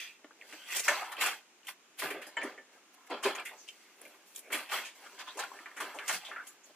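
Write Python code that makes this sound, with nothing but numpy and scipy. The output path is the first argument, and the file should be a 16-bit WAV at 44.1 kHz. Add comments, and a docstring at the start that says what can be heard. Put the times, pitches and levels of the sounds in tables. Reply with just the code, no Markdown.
"""Foam blocks off a metal casing

On a concrete garage floor, close to a stereo microphone, two foam blocks are worked off the ends of
a sheet-metal casing. The foam rubs in short grainy strokes that sound in its own dull body, hiss on
the paint and now and then squeak. Slips and bumps jolt the casing, which rings briefly, and a loose
fitting clacks. A hard room and a quiet air rumble lie behind."""
import sys
import numpy as np
from scipy import signal
from scipy.fft import rfft, irfft, next_fast_len
from scipy.io import wavfile

SR = 44100
rng = np.random.default_rng(int(sys.argv[2]) if len(sys.argv) > 2 else 0)


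def store_wav(level_fs):
    """Save 16-bit WAV to argv[1]."""
    pcm = np.round(np.clip(np.atleast_2d(level_fs), -1, 1) * 32767)
    wavfile.write(sys.argv[1], SR, pcm.T.astype(np.int16))


N = 297675

# Rubbing strokes: peak_s, body_db, swell_s, fade_s, hiss_db, drum_db, pitch_hz, pitch_lift_db
# Swell and fade span 20 dB and last at least 22 and 4 ms; hiss and drum are relative to the body.
STROKES = [(0.002, -38.5, -0.5, 0.13, -7, -32, 2550, 38), (.455, -68.5, 0.24, -0.1, -11, 3.5, 1790, 2),
           (.5, -65, 0, -0.8, 6.5, -17, 2100, 1), (.535, -49.5, 0.16, 0.3, -4.5, -16, 2060, 7),
           (.63, -59, -0.2, 0.84, -9, -25, 2550, 15), (0.731, -33, 0.07, 0.1, -5.5, -31, 2260, 15.5),
           (0.773, -34.5, 0.037, -0.0863, 4.5, -17, 2580, -3), (0.807, -35, 0.03, -0.01, 4.5, -14, 2290, 1),
           (0.85, -40, 0.03, 0.09, 2.5, -21, 2630, 7),
           (0.893, -26.5, 0.0359, 0.2164, -11.5, -22.5, 1490, 3.5),
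           (1.036, -45.5, 0.46, 0.1, -35, -35, 940, 54), (1.134, -41.5, 0.15, 0.11, -34, -45, 950, 8),
           (1.187, -36, -0.01, 0.14, -17.5, -16, 2430, 2),
           (1.22, -24.5, -0.04, 0.1254, -7.5, -27, 2000, 9.5),
           (1.264, -28.5, -0.03, 0.1017, -9.5, -28, 1900, 3.5),
           (1.69, -37.5, -0.05, 0.04, -3, -28, 2030, 8),
           (2.004, -33.5, -0.0033, -0.0139, -1.5, -26, 2360, 11),
           (2.035, -31, 0.01, 0.1355, -11.5, -13.5, 1750, 6.5),
           (2.147, -40.5, -0.02, 0.12, -41, -5.5, 1770, 14), (2.226, -50, -0.3, 0.3, -15, -20, 1730, 0),
           (2.384, -38.5, -0.0447, 0.1948, -40, -12, 1550, 6.5),
           (2.446, -44, -0.02, 0.1347, -10, -4, 1380, 12), (2.75, -58.5, 0.1, 0.1, -8.5, -8, 1480, 9),
           (2.95, -67, -0.19, 0, 11.5, -18, 1200, 12), (3.03, -59.5, 0.2, 0.5, -17, -23, 1100, 17.5),
           (3.078, -56, 0, -0.18, 1, -14.5, 2010, 24), (3.118, -33.5, 0.0078, 0.11, -29, -8, 1000, 4),
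           (3.26, -25.5, 0.0139, 0.1, -18.5, -10.5, 980, 2), (3.387, -34.5, 0, 0.06, -40, -18, 1330, 7),
           (3.463, -39, -0.01, 0.1, -22, -27.5, 2340, 22), (3.548, -56, 0.2, 0.1, -29, -9, 1150, 4),
           (3.64, -69.5, 0.84, 0.4, 8, -6, 2800, 5), (3.85, -60.5, 0.5, 0.3, -4.5, -16.5, 1910, 11),
           (4.03, -54, 0.08, 0.32, -5.5, -9, 1500, 3), (4.27, -69.5, -0.2, 0.5, 10, -13.5, 2200, 3.5),
           (4.385, -53, 0.01, -0.3, 11.5, -12, 3080, 9), (4.496, -58, 0.11, -0.02, -16, 0.5, 1880, 22),
           (4.534, -29.5, 0.0118, 0.14, -13.5, -25, 2300, 4),
           (4.738, -28.5, 0.0471, 0.1235, -8.5, -23, 1770, 2),
           (4.786, -36.5, 0.0036, 0.0553, -8, -18, 2630, 9.5),
           (4.858, -42.5, 0.1, 0.06, -15, -29, 2430, 12), (4.96, -57, -0.3, 1, -1.5, -22, 1720, 5),
           (5.063, -47, 0.1, 0.03, -19, -19, 1480, 8), (5.15, -56, 0.46, 1.7, -8, -12.5, 1500, 3),
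           (5.205, -38, 0.03, 0.04, -12, -26, 1570, 9), (5.29, -50, 0.1, 0.28, -10, -20, 1410, 3),
           (5.401, -32.5, 0.004, 0.09, -14, -27, 1630, -2.5), (5.54, -50, 0.3, 0.24, -8.5, -13, 1090, 9),
           (5.593, -55, 0.2, 0.4, -13, -22, 1610, 4), (5.816, -34.5, 0.0153, 0.12, -13, -14, 1620, 6.5),
           (5.9, -45.5, 0.2, 0.18, -13, -25.5, 1320, 8), (6.013, -42, 0.05, 0.17, -22, -17, 1560, 15.5),
           (6.098, -28, -0.0081, 0.07, -14, -23, 1610, 3.5), (6.145, -36, 0.09, 0.06, 1.5, -27.5, 1720, 8),
           (6.27, -46.5, 0.37, 0.16, -10, -47, 2750, 1), (6.324, -45.5, 0.08, 0.22, -27, -15, 1320, 13.5),
           (6.491, -63.5, 0.1, 0.1, 7.5, -23, 2010, 12), (6.56, -67.5, -2, 0.5, -9, -20, 1510, 10),
           (6.661, -67, -0.37, 0.14, 7, -1, 1600, 7), (6.71, -59, -0.1, -0.8, -21, 2, 547, -2)]
# Slips and bumps: start_s, level_db, pitch_hz, width_over_pitch, t60_s, crackle_db, thud_db
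# Crackle and thud are relative to the level.
BUMPS = [(0.245, -44.5, 1240, 2, 0.036, -12, 12), (0.308, -42.5, 1450, 0.48, 0.042, -49.5, -1),
         (0.413, -41.5, 2400, 0.42, 0.03, -38, -21), (0.421, -42, 2000, 0.31, 0.04, -38, -20),
         (0.526, -36.5, 1860, 1.1, 0.11, -10, -5.5), (0.762, -45, 3300, 1.3, 0.22, 20, -30),
         (0.795, -37.5, 3300, 0.91, 0.047, 7, -31.5), (0.881, -12.5, 1640, 0.84, 0.086, -9, -41),
         (1.019, -34, 760, 0.42, 0.17, -30.5, -40.5), (1.118, -36, 1100, 3.1, 0.1, -2, -35),
         (1.127, -34.5, 1090, 2.4, 0.043, -25.5, -37), (1.168, -30.5, 2680, 0.23, 0.03, -13, -14),
         (1.211, -21.5, 1750, 1.77, 0.11, -5.5, -33), (1.223, -27, 1480, 1.1, 0.036, -21, -36),
         (1.235, -22, 1460, 0.52, 0.034, -10, -26), (1.26, -23.5, 1550, 0.54, 0.1, -3.5, -22),
         (1.341, -37.5, 1960, 1.1, 0.041, -5, -27), (1.646, -51.5, 2000, 1.3, 0.18, -3, -9),
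         (1.670, -39, 2730, 0.4, 0.036, 2, -30), (1.986, -33, 2380, 1.5, 0.33, -2, -18),
         (2.021, -26.5, 1320, 1.6, 0.066, -34, -7), (2.104, -27.5, 1690, 1.2, 0.11, -12.5, -3.5),
         (2.216, -34.5, 1800, 1.16, 0.15, -11.5, -20), (2.266, -43.5, 1760, 0.28, 0.13, -0.5, 0),
         (2.369, -27.5, 1740, 0.57, 0.089, -30, -13), (2.417, -23, 2010, 0.31, 0.021, -24, -32),
         (2.423, -31, 1900, 0.24, 0.22, -20, -32), (2.431, -35.5, 690, 0.92, 0.089, -9, 7),
         (2.578, -40, 1900, 0.4, 0.088, -20, -1), (3.099, -34.5, 705, 0.88, 0.13, -13, -5),
         (3.227, -34.5, 1210, 1.1, 0.26, -0.5, -35.5), (3.236, -24.5, 1490, 2.34, 0.15, -15, -19.5),
         (3.351, -31.5, 1180, 2.5, 0.097, -8.5, -39), (3.397, -31.5, 2400, 0.37, 0.053, -14, -21),
         (3.451, -43.5, 2260, 0.54, 0.16, 6.5, -41), (3.51, -39.5, 677, 0.61, 0.15, -54, -16),
         (3.678, -42.5, 2810, 0.24, 0.16, -3.5, -23), (3.688, -28, 2920, 0.43, 0.015, -13, -31),
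         (4.016, -54.5, 2000, 1, 0.026, 12, -13), (4.052, -38, 2280, 0.27, 0.049, -11, -3.5),
         (4.143, -51.5, 1500, 1.5, 0.09, -21, -3), (4.349, -49, 3370, 0.51, 0.056, 7.5, -9),
         (4.361, -45, 3400, 0.19, 0.045, 10, -12), (4.39, -52.5, 3400, 0.61, 0.051, 17, -14),
         (4.503, -36, 1510, 1, 0.14, -14, -5), (4.52, -30, 2070, 0.47, 0.27, 0.5, -9.5),
         (4.527, -29, 2100, 0.49, 0.039, -15, -18), (4.543, -25.5, 2050, 0.6, 0.074, -13, -11),
         (4.69, -38.5, 1850, 1.5, 0.24, -34, -30), (4.717, -27.5, 1320, 1.8, 0.13, -13, -36),
         (4.847, -36.5, 2200, 1.44, 0.23, -4.5, -44), (5.06, -42.5, 1420, 0.35, 0.096, -13, -27),
         (5.134, -53, 410, 0.7, 0.071, -29.5, -5), (5.189, -40.5, 2520, 1.3, 0.12, -2.5, -37),
         (5.21, -37, 1990, 1.7, 0.052, -24, -24), (5.273, -38.5, 1210, 1, 0.12, -8, -18),
         (5.353, -42.5, 401, 0.28, 0.17, -37, -16), (5.371, -36, 550, 1.2, 0.13, -1.5, -22),
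         (5.391, -30, 1540, 0.41, 0.089, -0.5, -34), (5.437, -32, 1470, 0.26, 0.038, -9, -24),
         (5.516, -38.5, 930, 0.35, 0.035, -18, -5), (5.589, -37, 1800, 0.51, 0.051, -23, -21),
         (5.602, -49, 327, 0.7, 0.035, -31.5, -6), (5.659, -34, 1860, 0.57, .03, -24, -22),
         (5.662, -37, 1590, 0.83, 0.13, -29, -18), (5.715, -42.5, 1800, .3, 0.033, -21.5, -18),
         (5.764, -36.5, 1730, 0.93, 0.24, -6, -10), (5.802, -29, 970, 2.1, 0.12, -6.5, -22.5),
         (5.944, -37, 614, 0.92, 0.2, -8, -8), (5.988, -27, 1890, 0.92, 0.025, -21, -44),
         (5.994, -33.5, 1630, 1.3, 0.052, -19.5, -26), (6.079, -37, 1680, 1.5, 0.12, 13.5, -48),
         (6.095, -22.5, 1500, 1, 0.058, -15, -28), (6.114, -27, 1510, 1.3, 0.043, -14, -25),
         (6.124, -43.5, 165, 0.53, 0.18, -32, -10), (6.248, -37.5, 3220, 0.43, 0.17, -8, -37),
         (6.288, -40, 620, 0.42, 0.11, -31.5, -16), (6.315, -34, 1420, 0.75, 0.087, -32, -14.5),
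         (6.361, -31, 1700, 0.48, 0.12, -40, -36.5), (6.469, -50.5, 3200, 0.29, 0.084, 11, -29)]
# Brief rough tones (foam squeaks, panel hums, the fitting's high ping and pitched ticks):
# start_s, end_s, start_hz, end_hz, level_db, width_hz
ROUGH_TONES = [(0.568, 0.774, 3100, 3110, -57, 400), (0.838, 0.892, 5600, 5600, -45.5, 800),
               (0.879, 0.943, 601, 582, -36.5, 73.5), (1.024, 1.155, 884, 805, -54.5, 200),
               (1.629, 1.638, 2850, 2850, -62, 300), (2.045, 2.088, 170, 160, -58, 50),
               (2.102, 2.154, 394, 392, -45, 40), (2.124, 2.15, 10100, 9900, -61, 500),
               (2.261, 2.313, 4980, 5000, -63, 200), (2.366, 2.378, 7330, 7270, -48, 300),
               (2.377, 2.405, 7200, 7350, -59, 500), (2.431, 2.452, 9860, 9700, -53.5, 500),
               (2.432, 2.472, 297, 297, -40.5, 51), (3.099, 3.146, 313, 300, -44.5, 50),
               (3.244, 3.301, 403, 395, -33, 39), (3.349, 3.363, 6770, 6600, -49, 900),
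               (3.39, 3.407, 7200, 8200, -61, 700), (3.573, 3.666, 6460, 6100, -60, 1400),
               (4.014, 4.021, 10200, 10200, -52, 900), (4.076, 4.082, 10800, 10600, -57, 1200),
               (4.359, 4.366, 7520, 6960, -43, 1600), (4.428, 4.5, 2320, 2320, -59, 200),
               (5.265, 5.335, 3004, 4070, -50, 800), (6.244, 6.301, 3280, 3850, -53, 500),
               (6.357, 6.448, 1401, 1552, -44.5, 242), (6.468, 6.51, 6950, 6900, -56, 500),
               (6.47, 6.51, 11100, 10700, -58, 900), (6.634, 6.67, 6870, 6800, -60.5, 870)]
# The loose fitting hitting the casing: start_s, level_db
CLACKS = [(2.369, -26.5), (2.374, -30.5), (2.418, -37.5), (2.58, -54.5)]
# Ringing modes of the casing and of the fitting: pitch_hz, level_db, t60_s
CASING_MODES = [(312.6, 1, 0.081), (393.5, -5.5, 0.23), (591.5, -9.5, 0.05), (791, -21, 0.064),
                (876, -4.5, 0.05), (1029, -1.5, 0.037), (1143, -3.5, 0.066), (1364, -15, 0.15),
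                (1413, -4, 0.15), (1786, -5.5, 0.11), (1910, -12.5, 0.58), (2326, -6.5, 0.084),
                (2880, -31, 0.14), (3080, -5.5, 0.068), (4360, -44, 0.23), (6600, -7.5, 0.025),
                (7070, -18, 0.078)]
FITTING_MODES = [(648, -12.5, 0.099), (927.4, -8, 0.25), (1350, -7, 0.049), (1770, -10.5, 0.12),
                 (1900, -9, 0.14), (2200, -1, 0.048), (2590, -33, .1), (3040, -10.5, .1)]
# Spectra of the foam body, the paint hiss, the drumming panels and the air: frequency_hz, level_db
FOAM_SPECTRUM = [(260, -54), (450, -15), (713, 3.5), (1100, -0.5), (1410, 0.5), (1990, -1), (2280, 0.5),
                 (3300, -2), (4400, -15), (5500, -12), (7150, -87), (12100, -120)]
HISS_SPECTRUM = [(2530, 17), (4300, -4), (5100, 0), (6110, -1), (7130, -1), (12400, -1), (15100, 0),
                 (16000, -46)]
DRUM_SPECTRUM = [(53, -73), (90, -54), (150, -21), (200, -18), (246, -8), (330, -8.5), (387, -3), (476, -2),
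                 (700, -4), (910, -16), (1540, -120)]
AIR_SPECTRUM = [(18, -82.5), (30, -36), (130, -19.5), (273, -6), (345, -4), (540, -11.5), (702, -9),
                (1860, -10), (2610, -9), (4530, -19.5), (6900, -15.5), (7870, -21.5), (13000, -28.5),
                (16000, -36)]
# Moving centre of the treble in hiss and crackle: time_s, centre_hz
TREBLE_CENTRE = [(0.0, 5200), (.15, 5200), (.5, 6350), (.62, 5730), (0.69, 7800), (1.07, 5500),
                 (1.09, 10300), (1.47, 5540), (1.73, 9600), (1.78, 5900), (1.98, 10200), (2.14, 9800),
                 (2.58, 4800), (3.06, 10000), (3.11, 6400), (3.22, 7440), (3.52, 9700), (3.55, 5600),
                 (3.95, 6500), (3.99, 10300), (4.17, 8000), (4.4, 9700), (4.8, 8000), (4.91, 5030),
                 (4.98, 7300), (5.3, 4580), (5.34, 6860), (5.7, 6440), (5.79, 8100), (6.08, 6850),
                 (6.22, 5940), (6.49, 8500), (6.75, 5900)]
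# Stereo width at the microphone, for near sounds and for the air: frequency_hz, side_gain_db
NEAR_WIDTH = [(60, -3), (110, -20), (200, -42), (380, -24), (700, -15.5), (1290, -11), (2380, -11),
              (4400, 1.5), (8120, -1), (15000, -1)]
AIR_WIDTH = [(60, -2), (110, -24), (200, -28), (380, -16), (700, -9.5), (1290, -4), (2380, -5.5),
             (4400, 3.5), (8120, 2), (15000, -4)]

HISS_LEAD_S, DRUM_LAG_S = 0.0011, 0.0016   # the surface slips before the body sounds; the panels follow
RUB_RING_DB, BUMP_RING_DB = -1.5, 10.5   # how strongly rubbing and bumps ring the sheet metal
ROOM_T60_S, ROOM_DB, WALL_CUT_HZ = 0.11, -13.5, 9300
AIR_DB = -65.5


def rubbing():
    """Grains sound in the foam near the loudest stroke's pitch, hiss on the paint and drum the panels."""
    t = np.arange(N) / SR
    coarse_t = t[::128]
    peak_s, db, swell_s, fade_s, hiss_db, drum_db, pitch_hz, lift_db = np.array(STROKES).T[:, :, None]
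    timing = peak_s, swell_s, fade_s
    body_power = stroke_power(coarse_t, *timing, db, roundness=1.41)
    hiss_power = stroke_power(coarse_t + HISS_LEAD_S, *timing, db + hiss_db, roundness=1.36)
    drum_power = stroke_power(coarse_t - DRUM_LAG_S, *timing, db + drum_db, roundness=1.06)
    body, hiss, drum = (np.interp(t, coarse_t, np.sqrt(power.sum(axis=0)))
                        for power in (body_power, hiss_power, drum_power))
    share = body_power / body_power.sum(axis=0)
    pitch_hz = np.interp(t, coarse_t, np.sum(share * pitch_hz, axis=0))
    lift_db = np.interp(t, coarse_t, np.sum(share * lift_db, axis=0))
    treble_hz = np.interp(t, *np.transpose(TREBLE_CENTRE))
    grip = judder(rate_hz=60, depth_db=0.8)
    foam = colour(grains(per_s=3950, spread_db=2.5), FOAM_SPECTRUM)
    foam = lift_bands(foam, pitch_hz, lift_db, low_hz=452.5, count=10, octaves=0.85, flare_db=2.28)
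    paint = colour(grains(per_s=7040, spread_db=1.6), HISS_SPECTRUM)
    paint = lift_bands(paint, treble_hz, lift_db=9.6, low_hz=4244, count=6, octaves=0.97, flare_db=1.46)
    rubbed = grip * (body * foam + hiss * paint) + drum * noise(DRUM_SPECTRUM)
    hum = sum(from_db(RUB_RING_DB + mode_db) * casing_ring(rubbed, hz, t60_s)
              for hz, mode_db, t60_s in CASING_MODES)
    return rubbed + hum


def stroke_power(t, peak_s, swell_s, fade_s, level_db, roundness):
    """Each stroke swells and fades: roundness 1 is pointed with long skirts, 2 is round and stops short."""
    before = (peak_s - t) / np.maximum(swell_s, 0.022)
    after = (t - peak_s) / np.maximum(fade_s, 0.004)
    from_peak = np.where(t < peak_s, before, after)
    return from_db(level_db - 20 * from_peak ** roundness) ** 2 + 1e-30


def grains(per_s, spread_db):
    """Foam cells of uneven size catch and let go at random; rms 1."""
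    sizes = from_db(spread_db * np.minimum(rng.exponential(1, N), 5))
    signs = rng.choice([-1, 1], N)
    releases = np.clip((per_s / SR - rng.random(N)) * 200, 0, 1)
    return rms_one(sizes * signs * releases)


def judder(rate_hz, depth_db):
    """The grip on the surface wavers quickly: a gain around 1."""
    waver = smooth(rng.standard_normal(N), rate_hz)
    return from_db(depth_db * np.tanh(rms_one(waver)))


def lift_bands(x, pitch_hz, lift_db, low_hz, count, octaves, flare_db):
    """Third-octave bands flare one by one, those near a moving pitch lifted; the level is evened out."""
    out, power = 0, 0
    edges_hz = low_hz * 2 ** (np.arange(count + 1) / 3)
    for low, high in zip(edges_hz, edges_hz[1:]):
        band = signal.sosfilt(signal.butter(2, [low, high], "band", fs=SR, output="sos"), x)
        octaves_away = np.log2(pitch_hz / np.sqrt(low * high))
        lift = from_db(lift_db * np.exp(-(octaves_away / octaves) ** 2))
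        out += lift * band * judder(rate_hz=19.6, depth_db=flare_db)
        power += lift ** 2 * np.mean(band ** 2)
    return out / np.sqrt(power)


def bumps():
    """Each bump is a dying burst of foam grains with crackle and thud, which shakes the casing."""
    out, size = np.zeros(N + SR), SR // 3
    t = np.arange(size) / SR
    lead = 44   # samples: the swell starts a millisecond before the first contact
    contact = 10.6 * (np.arange(size) == lead)   # in multiples of the grain rms
    rise_share, thud_rise_s = 0.027, 0.007   # a bump swells in this share of its t60
    crest_db = 7.5   # grain peaks stand above the rms of a burst
    cells = grains(per_s=14000, spread_db=2)
    crackles = colour(grains(per_s=10000, spread_db=2.5), HISS_SPECTRUM)
    thuds = noise(DRUM_SPECTRUM)
    chance = rng.normal(0, 1, (len(BUMPS), 2, len(CASING_MODES)))
    for bump, (strengths, detunes) in zip(BUMPS, chance):
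        start_s, level_db, pitch_hz, width, t60_s, crackle_db, thud_db = bump
        at = min(round(start_s * SR), N - size)
        foam = cells[at:at + size] + contact
        for _ in range(3):   # the block passes only a band round its pitch
            foam = resonance(foam, pitch_hz, width * pitch_hz)
        treble_hz = np.interp(start_s, *np.transpose(TREBLE_CENTRE))
        crackle = crackles[at:at + size]
        for _ in range(2):
            crackle = resonance(crackle, treble_hz, width_hz=treble_hz)
        thud = thuds[at:at + size] * (1 - np.exp(-t / thud_rise_s))
        envelope = (1 - np.exp(-t / (rise_share * t60_s))) * from_db(-60 * t / t60_s)
        burst = rms_one(foam) + from_db(crackle_db) * rms_one(crackle) + from_db(thud_db) * thud
        burst *= envelope
        shaking = burst + 1e-18
        for (hz, mode_db, mode_t60_s), strength, detune in zip(CASING_MODES, strengths, detunes):
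            ring = casing_ring(shaking, hz * (1 + 0.0119 * detune), mode_t60_s)
            burst += from_db(BUMP_RING_DB + mode_db + 2 * strength) * ring
        start = round(start_s * SR) - lead
        out[start:start + size] += from_db(level_db - crest_db) * burst
    return out[:N]


def casing_ring(shaking, pitch_hz, t60_s):
    """One mode of the sheet metal takes up the shaking near its pitch and dies away."""
    return resonance(shaking, pitch_hz, width_hz=np.log(1000) / np.pi / t60_s)


def clacks():
    """The loose fitting hits the casing; each clack strikes its modes with uneven strength."""
    out, t = np.zeros(N), np.arange(SR // 3) / SR
    hz, mode_db, t60_s = np.array(FITTING_MODES).T[:, :, None]
    attack = 1 - np.exp(-t / 0.0015)
    for start_s, level_db in CLACKS:
        uneven_db = rng.normal(0, 0.75, hz.shape)
        decays = from_db(level_db + mode_db + uneven_db - 60 * t / t60_s)
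        at = round(start_s * SR)
        out[at:at + len(t)] += attack * np.sum(decays * np.sin(2 * np.pi * hz * t), axis=0)
    return out


def rough_tones():
    """Foam squeaks, panel hums, the fitting's high ping and pitched ticks: glides shaken by noise."""
    out = np.zeros(N)
    for start_s, end_s, start_hz, end_hz, level_db, width_hz in ROUGH_TONES:
        at, size = round(start_s * SR), round((end_s - start_s) * SR)
        shake = smooth(rng.standard_normal((2, SR // 4)), width_hz / 2)[:, :size]
        phase = 2 * np.pi * np.cumsum(np.linspace(start_hz, end_hz, size)) / SR
        tone = rms_one(shake[0] * np.cos(phase) + shake[1] * np.sin(phase))
        envelope = np.sin(np.pi * np.linspace(0, 1, size) ** 0.6)
        out[at:at + size] += from_db(level_db) * tone * envelope
    return out


def first_reflections(near):
    """Floor and casing scatter the sound back to the microphone within 20 ms."""
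    t = np.arange(SR // 50) / SR
    scatter = rng.standard_normal(len(t)) * np.exp(-t / 0.004)
    return signal.fftconvolve(near, scatter / np.sqrt(np.sum(scatter ** 2)))[:N]


def garage_walls(near):
    """Hard walls return two dense tails, mid and side, 6 ms behind the direct sound."""
    t = np.arange(SR // 2) / SR
    pole = np.exp(-2 * np.pi * WALL_CUT_HZ / SR)
    echoes = signal.lfilter([1], [1, -pole], rng.standard_normal((2, len(t))))
    tails = echoes * from_db(-60 * t / ROOM_T60_S) * (t > 0.006)
    tails /= np.sqrt(np.sum(tails ** 2) / 2)
    return signal.fftconvolve(near[None], tails, axes=1)[:, :N]


def air_rumble():
    """The garage air: quiet, steady noise all round the microphone."""
    mid, side = (from_db(AIR_DB) * noise(AIR_SPECTRUM) for _ in range(2))
    return microphone_ports(mid, side, AIR_WIDTH)


def microphone_ports(mid, side, width):
    """Two close ports hear the low notes nearly alike and the treble differently."""
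    side = colour(side, width)
    return np.array([mid + side, mid - side])


def from_db(db):
    """Decibels to gain."""
    return 10 ** (np.asarray(db) / 20)


def rms_one(x):
    """Scale to rms 1."""
    return x / np.sqrt(np.mean(x ** 2) + 1e-20)


def colour(x, spectrum):
    """Filter x by a curve of frequency_hz, level_db points."""
    size = next_fast_len(N)
    hz = np.maximum(np.arange(size // 2 + 1) * SR / size, 1)
    points_hz, points_db = np.transpose(spectrum)
    gain = from_db(np.interp(np.log(hz), np.log(points_hz), points_db))
    return irfft(rfft(x, size) * gain, size)[:N]


def noise(spectrum):
    """Steady noise of the given spectrum; rms 1."""
    return rms_one(colour(rng.standard_normal(N), spectrum))


def smooth(x, corner_hz):
    """Two-pole low-pass, not scaled to unit gain."""
    r = np.exp(-2 * np.pi * corner_hz / SR)
    return signal.lfilter([1], [1, -2 * r, r * r], x)


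def resonance(x, hz, width_hz):
    """Two-pole resonance, gain 1 at its peak."""
    r = np.exp(-np.pi * width_hz / SR)
    gain = (1 - r * r) / 2
    return signal.lfilter([gain, 0, -gain], [1, -2 * r * np.cos(2 * np.pi * hz / SR), r * r], x)


def scene():
    """Foam and casing close to the microphone, the garage walls and the air behind."""
    # The same sounds with fresh grains feed the side channel and widen the stereo.
    near, side_sounds = (rubbing() + bumps() + clacks() + rough_tones() for _ in range(2))
    tail_mid, tail_side = from_db(ROOM_DB) * garage_walls(near)
    side = 0.6 * first_reflections(near) + 0.8 * side_sounds + tail_side
    return microphone_ports(near + tail_mid, side, NEAR_WIDTH) + air_rumble()


def record(dry):
    """The microphone drops the bass below 140 Hz; the top is cut steeply, gone by 16.5 kHz."""
    low_cut = signal.butter(3, 140, "high", fs=SR, output="sos")
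    high_cut = signal.cheby2(14, 70, 16500, fs=SR, output="sos")
    return signal.sosfilt(high_cut, signal.sosfilt(low_cut, dry))


dry = scene()
out = record(dry)
store_wav(out)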